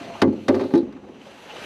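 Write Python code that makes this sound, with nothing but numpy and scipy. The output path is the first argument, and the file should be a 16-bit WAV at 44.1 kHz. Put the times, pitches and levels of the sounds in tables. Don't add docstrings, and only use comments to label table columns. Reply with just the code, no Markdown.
import sys
import numpy as np
from scipy import signal
from scipy.io import wavfile

SR = 44100
rng = np.random.default_rng(int(sys.argv[2]) if len(sys.argv) > 2 else 0)


def field_ratio(decibels):
    return 10 ** (np.asarray(decibels, dtype=float) / 20)


def persist_wave(psi):
    counts = np.round(np.clip(psi, -1, 1) * 32767).astype(np.int16)
    wavfile.write(sys.argv[1], SR, np.atleast_2d(counts).T)


N = 72765
T = np.arange(N) / SR

# t/s, boom level/dB, crack level/dB, crack tilt/(dB per octave)
SPOT_ONE_CONTACTS = [(0.042, -45.5, -56, 3), (0.2173, -53, -5, 1), (0.2208, -6, -42, -16.5),
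                     (0.275, -19, -37, -3), (0.329, -20.5, -47, 7.5), (0.378, -28.5, -52, -12)]
SPOT_TWO_CONTACTS = [(0.4817, -36, -10.5, 0.8), (.486, -4, -26, 2.5), (.496, -21.5, -28, -6),
                     (.543, -20.5, -22.5, -1), (.549, -35, -32, 3), (0.56, -18, -33.5, -7.5),
                     (.595, -21.5, -24, -1.5), (.602, -34, -38, -1), (.609, -24.5, -26.5, 0.5),
                     (.617, -26.5, -32, -2), (0.637, -25.5, -32, 0), (0.706, -34, -34, -5)]
SPOT_THREE_CONTACTS = [(0.7372, -7.5, -22.5, -0.5), (.748, -17, -29.5, 2.4), (0.754, -21.5, -28, 1.5),
                       (0.775, -16, -33.5, 6), (0.83, -20, -42, 1), (0.924, -44, -41, 1),
                       (0.966, -34.5, -41, -2), (1.034, -67, -49, -9), (1.085, -25.5, -42, -4),
                       (1.144, -32, -43.5, -0.5)]
# t/s, level/dB
MUTING = [(.345, -3), (.352, -7.5), (.478, -5), (.483, -7.5), (.662, -2.5), (.668, -5.5), (.731, -4),
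          (.736, 0.5), (.808, -0.5), (.815, -5.5), (.865, -6), (.875, -7), (1.0, -5.5)]


def rms_one(x):
    return x / np.sqrt(np.mean(x ** 2) + 1e-20)


def curve(rows, axis=1):
    return np.interp(T, np.array(rows)[:, 0], np.array(rows)[:, axis])


def at_hz(points, hz):
    return np.interp(np.log(hz), np.log(np.array(points)[:, 0]), np.array(points)[:, 1])


def drift(rate_hz):
    r = np.exp(-80 * np.pi * rate_hz / SR)
    white = rng.standard_normal(N // 40 + 2002)
    slow = signal.lfilter([1], [1, -2 * r, r * r], white)[2000:]
    return np.interp(np.arange(N) / 40, np.arange(len(slow)), rms_one(slow))


def decay(t60):
    return field_ratio(-60 / (max(t60, 0.002) * SR))


def ring(force, hz, t60):
    r, w = decay(t60), 2 * np.pi * hz / SR
    return signal.lfilter([0, np.sin(w)], [1, -2 * r * np.cos(w), r * r], force + 1e-18)


def clicks(s, sizes):
    return np.bincount((np.asarray(s) * SR).astype(int), sizes, N)


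def fall(force, t60):
    return signal.lfilter([1], [1, -decay(t60)], force + 1e-18)


def soften(x, seconds):
    r = np.exp(-1 / (max(seconds, 1e-5) * SR))
    return signal.lfilter([1 - r], [1, -r], x)


def bands(low_hz):
    edges = low_hz * 2 ** np.arange(0, np.log2(17000 / low_hz), 1 / 3)
    white = rng.standard_normal((2, N))
    out = []
    for k, (low, high) in enumerate(zip(edges, edges[1:])):
        sos = signal.butter(2, [low, high], "band", fs=SR, output="sos")
        out.append((np.sqrt(low * high), signal.sosfilt(sos, white[k % 2])))
    return out


def grains(per_s, spread_db):
    sizes = field_ratio(spread_db * np.minimum(rng.exponential(1, N), 5)) * rng.choice([-1, 1], N)
    return rms_one(sizes * (rng.random(N) < per_s / SR))


def rustle():
    # t/s, level/dB, tilt/(dB per octave)
    movement = [(0, -41, 0), (.1, -43.5, -1), (.21, -43, 0), (.26, -55, -6.5), (.34, -50.5, -1.5),
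                (.45, -50, 2), (.6, -47, 1.5), (.76, -52.5, 2.5), (.84, -55, -4), (1.0, -57, -2.5),
                (1.14, -55.5, -2), (1.24, -49, 0.5), (1.37, -47.5, 1), (1.5, -44.5, 1), (1.58, -41, 1.5),
                (1.65, -40, 1.5)]
    # f/Hz, level/(dB per Hz)
    cloth = [(40, -19), (100, -14), (255, -5.5), (670, -9), (1500, -16.5), (3000, -21), (8500, -41.5),
             (14000, -34)]
    # f/Hz, width/Hz, level/dB
    cloth_peaks = [(2800, 650, -14), (3990, 1600, -23.5), (5880, 390, -25.5), (12100, 1500, -34)]
    patchy_db, grain_share = 2.0, 0.4
    together, tilt = drift(21), curve(movement, axis=2)
    body = 0
    for hz, noise in bands(40):
        patches_db = patchy_db * (0.5 * together + drift(7))
        body = body + noise * field_ratio(at_hz(cloth, hz) + tilt * np.log2(hz / 2000) + patches_db)
    feed = grain_share * grains(2000, 3.0) + rng.standard_normal(N)
    peaks = 0
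    for hz, width, db in cloth_peaks:
        t60 = np.log(1000) / (np.pi * width)
        peaks = peaks + field_ratio(db) * rms_one(ring(feed, hz, t60))
    return field_ratio(curve(movement) + 6) * (rms_one(body) + peaks)


def hum():
    # t/s, level/dB
    hum_level = [(0, -43), (.03, -43), (.06, -73), (.078, -32.5), (.13, -41.5), (.165, -46), (.19, -45),
                 (.215, -33.5), (.23, -88)]
    level = field_ratio(curve(hum_level) + 2.0 * drift(30))
    pitch_hz = 680 * (1 + 0.006 * drift(20))
    return level * np.sin(2 * np.pi * np.cumsum(pitch_hz) / SR)


def gear():
    # t/s, level/dB, f/Hz, t60/s, rise/s
    taps = [(0.01, -31.5, 291, 0.04, 0.002), (.028, -41, 787, 0.066, 0.0024),
            (0.081, -48, 432, 0.058, .003), (0.096, -42, 460, 0.032, 0.0025),
            (0.096, -32.5, 1050, 0.022, 0.0022), (0.131, -41, 2700, 0.088, 0.0038),
            (0.151, -34.5, 888, 0.047, 0.0036), (1.214, -42, 2985, 0.022, 0.0015),
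            (1.255, -48, 3140, 0.025, 0.0017), (1.213, -73, 298, 0.09, 0.0017),
            (1.262, -40.5, 554.8, 0.22, 0.0033), (1.269, -47.5, 820, 0.058, 0.0015),
            (1.495, -42, 850, 0.26, 0.004), (1.4964, -39, 2880, 0.026, 0.00026),
            (1.5043, -34.5, 2700, 0.028, 0.0007), (1.5032, -41, 3150, 0.025, 0.0006),
            (1.509, -42.5, 2967, 0.17, 0.0008), (1.537, -35.5, 520, 0.028, 0.0006),
            (1.5655, -34.5, 2910, 0.028, 0.0007), (1.581, -43, 3030, 0.066, .0008),
            (1.582, -36, 492, 0.018, 0.00066), (1.6245, -36.5, 2800, 0.02, 0.00042),
            (1.638, -42, 2920, .1, .002), (1.623, -40.5, 1195, 0.13, 0.0028)]
    out = 0
    for s, db, hz, t60, rise_s in taps:
        narrow = rms_one(ring(rng.standard_normal(N), hz, 12 / hz))
        tone = np.sin(2 * np.pi * hz * T) + 0.86 * narrow
        out = out + tone * soften(fall(clicks([s], [field_ratio(db)]), t60), rise_s)
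    return out


def hull():
    # f/Hz, t60/s, then level/dB when struck at spot one, two, three
    hull_modes = [(101.5, 0.38, -12.5, -16, -40.5), (142.2, 0.91, -21, -33, -29),
                  (208.8, 1, -14.5, -17.5, -18.5), (242.4, 0.26, -10, -8, -19), (267, 0.36, -8, -7, -11),
                  (302, 0.65, -7.5, -29.5, -18.5), (341.7, 0.3, -4, -3, -15.5),
                  (382.3, 0.35, -6, -4.5, -12.5), (430, 0.29, -10, -11, -18),
                  (486, 0.16, -14, -10.5, -18.5), (525.5, 0.31, -8, -8, -20.5),
                  (582.4, 0.14, -13.5, -3.5, -20), (645, 0.12, -22.5, -12.5, -25.5),
                  (846.6, 0.2, -18.5, -14.5, -22.5)]
    # t/s, level/dB
    rocking = [(0, -69), (.2, -81), (.45, -32.5), (.55, -25), (.655, -30), (.675, -26), (.9, -41.5),
               (1.15, -46), (1.65, -57.5)]
    side_split, split_hz, side_db = 0.0206, 5.8, -3
    spread_s = 0.00265
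    scatter_db = 1.5
    drag = field_ratio(curve(rocking)) * grains(400, 3.55)
    spots = [np.array(rows) for rows in (SPOT_ONE_CONTACTS, SPOT_TWO_CONTACTS, SPOT_THREE_CONTACTS)]
    chance = [rng.standard_normal((len(spot), len(hull_modes), 3)) for spot in spots]
    out = 0
    for k, (hz, t60, *spot_db) in enumerate(hull_modes):
        for j, side in enumerate((0, -1, 1)):
            late_s = abs(side) * spread_s * rng.uniform(0.2, 1)
            force = drag * field_ratio(np.mean(spot_db) - 24.5)
            for spot, mode_db, c in zip(spots, spot_db, chance):
                blow_db = spot[:, 1] + mode_db + scatter_db * c[:, k, j]
                force = force + clicks(spot[:, 0] + late_s, field_ratio(blow_db))
            pitch_hz = hz + side * (hz * side_split + split_hz) * rng.uniform(0.35, 1.5)
            level = (-1) ** (k + side) * field_ratio(side_db * abs(side) - 2.5)
            out = out + level * ring(force, pitch_hz, t60)
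    sos = signal.butter(2, [70, 920], "band", fs=SR, output="sos")
    return field_ratio(curve(MUTING)) * signal.sosfilt(sos, out)


def cracks():
    # f/Hz, level/dB, t60/s
    plate_modes = [(1103, -29.5, 0.14), (1179, -24, 0.085), (1550, -22.5, 0.048), (1824, -19, 0.029),
                   (2053, -26, 0.08), (2420, -24.5, 0.026), (3710, -32.5, 0.053), (4460, -31, 0.027)]
    # f/Hz, level/(dB per Hz)
    crack_spectrum = [(500, -4), (1000, -12), (1800, -17.5), (3000, -21), (5600, -20.5), (8000, -45),
                      (10500, -28), (14500, -59.5)]
    # f/Hz, t60/s
    crack_decay = [(500, 0.16), (2000, 0.062), (6000, 0.022), (14000, 0.036)]
    plate_lag_s = 0.0003
    tail_db, tail_t60_s = -39.5, 0.35
    first_rise_s, bounce_rise_s = 0.002, 0.0025
    s, _, db, tilt = np.transpose(SPOT_ONE_CONTACTS + SPOT_TWO_CONTACTS + SPOT_THREE_CONTACTS)
    first = np.isin(s, [SPOT_ONE_CONTACTS[1][0], SPOT_TWO_CONTACTS[0][0], SPOT_THREE_CONTACTS[0][0]])
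    out = 0
    for k, (hz, mode_db, t60) in enumerate(plate_modes[::-1]):
        blows = clicks(s + k * plate_lag_s, field_ratio(db + 8.5 + mode_db))
        out = out + (-1) ** k * ring(blows, hz, t60)
    for hz, noise in bands(640):
        sizes = field_ratio(db + 13.5 + tilt * np.log2(hz / 2000) + at_hz(crack_spectrum, hz))
        force = soften(clicks(s, sizes * first), first_rise_s)
        force = force + soften(clicks(s, sizes * ~first), bounce_rise_s)
        burst = fall(force, at_hz(crack_decay, hz))
        out = out + noise * (burst + field_ratio(tail_db) * fall(force, tail_t60_s))
    return out


def panels():
    # t/s, level/dB, f/Hz, t60/s
    panel_rings = [(.2226, -11, 577, 0.052), (.2226, -6, 266, 0.35), (0.2224, -6.5, 349, 0.17),
                   (.276, -13.5, 216.5, 0.2), (0.4864, -9, 270.9, 0.34), (0.486, -3, 375.7, 0.22),
                   (.6, -26, 384, 0.24), (.705, -27.5, 390, 0.14), (.738, -8.5, 262, 0.078),
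                   (.738, -14, 377, 0.081), (0.7557, -6, 340.7, 0.26), (.792, -20.5, 350, 0.064),
                   (0.829, -15, 238, 0.12), (0.83, -24, 346.3, 0.17), (0.931, -30, 263, 0.48),
                   (0.954, -34.5, 276.6, 0.34), (1.045, -38, 488, 0.44)]
    rings = 0
    for s, db, hz, t60 in panel_rings:
        rings = rings + soften(ring(clicks([s], [field_ratio(db)]), hz, t60), 0.00012)
    sos = signal.butter(2, 170, "high", fs=SR, output="sos")
    return field_ratio(curve(MUTING)) * signal.sosfilt(sos, rings)


def buzz():
    # t/s, level/dB
    buzz_level = [(.48, -77), (.5, -69), (.58, -59.5), (.64, -56), (.71, -61.5), (.735, -63), (.76, -56),
                  (.79, -54), (.82, -63.5), (.84, -86)]
    # f/Hz, level/dB, t60/s, level change/(dB per s)
    buzz_modes = [(3940, 0, 0.05, 70), (4260, -3, 0.022, -35), (4060, -5, .025, -15), (3780, -10, .02, -10)]
    chatter = grains(1200, 2.0)
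    age_s = np.minimum(T, buzz_level[-1][0]) - 0.7245
    out = 0
    for hz, db, t60, slope_db in buzz_modes:
        out = out + field_ratio(db + slope_db * age_s) * rms_one(ring(chatter, hz, t60))
    return field_ratio(curve(buzz_level)) * out


def drip():
    start_s, level_db, hz, rise_per_s = 1.556, -33, 430, 150
    t60_s, lasts_s = 0.1, 0.014
    age_s = np.clip(T - start_s, 0, 0.03)
    chirp = np.sin(2 * np.pi * np.cumsum(hz * (1 + rise_per_s * age_s)) / SR)
    envelope = fall(clicks([start_s], [field_ratio(level_db)]), t60_s) * (age_s < lasts_s)
    return chirp * soften(envelope, 0.0015)


def scene():
    handling = rustle() + hum() + gear()
    boat = hull() + cracks() + panels() + buzz()
    return (handling + boat + drip())[None]


def band_limit(x):
    return signal.sosfilt(signal.butter(12, 14760, fs=SR, output="sos"), x)


def record(dry):
    x = signal.sosfilt(signal.butter(2, 45, "high", fs=SR, output="sos"), dry)
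    x = 1.3 * np.tanh(x / 1.3)
    x = signal.sosfilt(signal.cheby2(8, 50, 15000, fs=SR, output="sos"), x)
    x = signal.sosfilt(signal.butter(4, 10860, fs=SR, output="sos"), x)
    return band_limit(x)


dry = scene()
out = record(dry)
persist_wave(out)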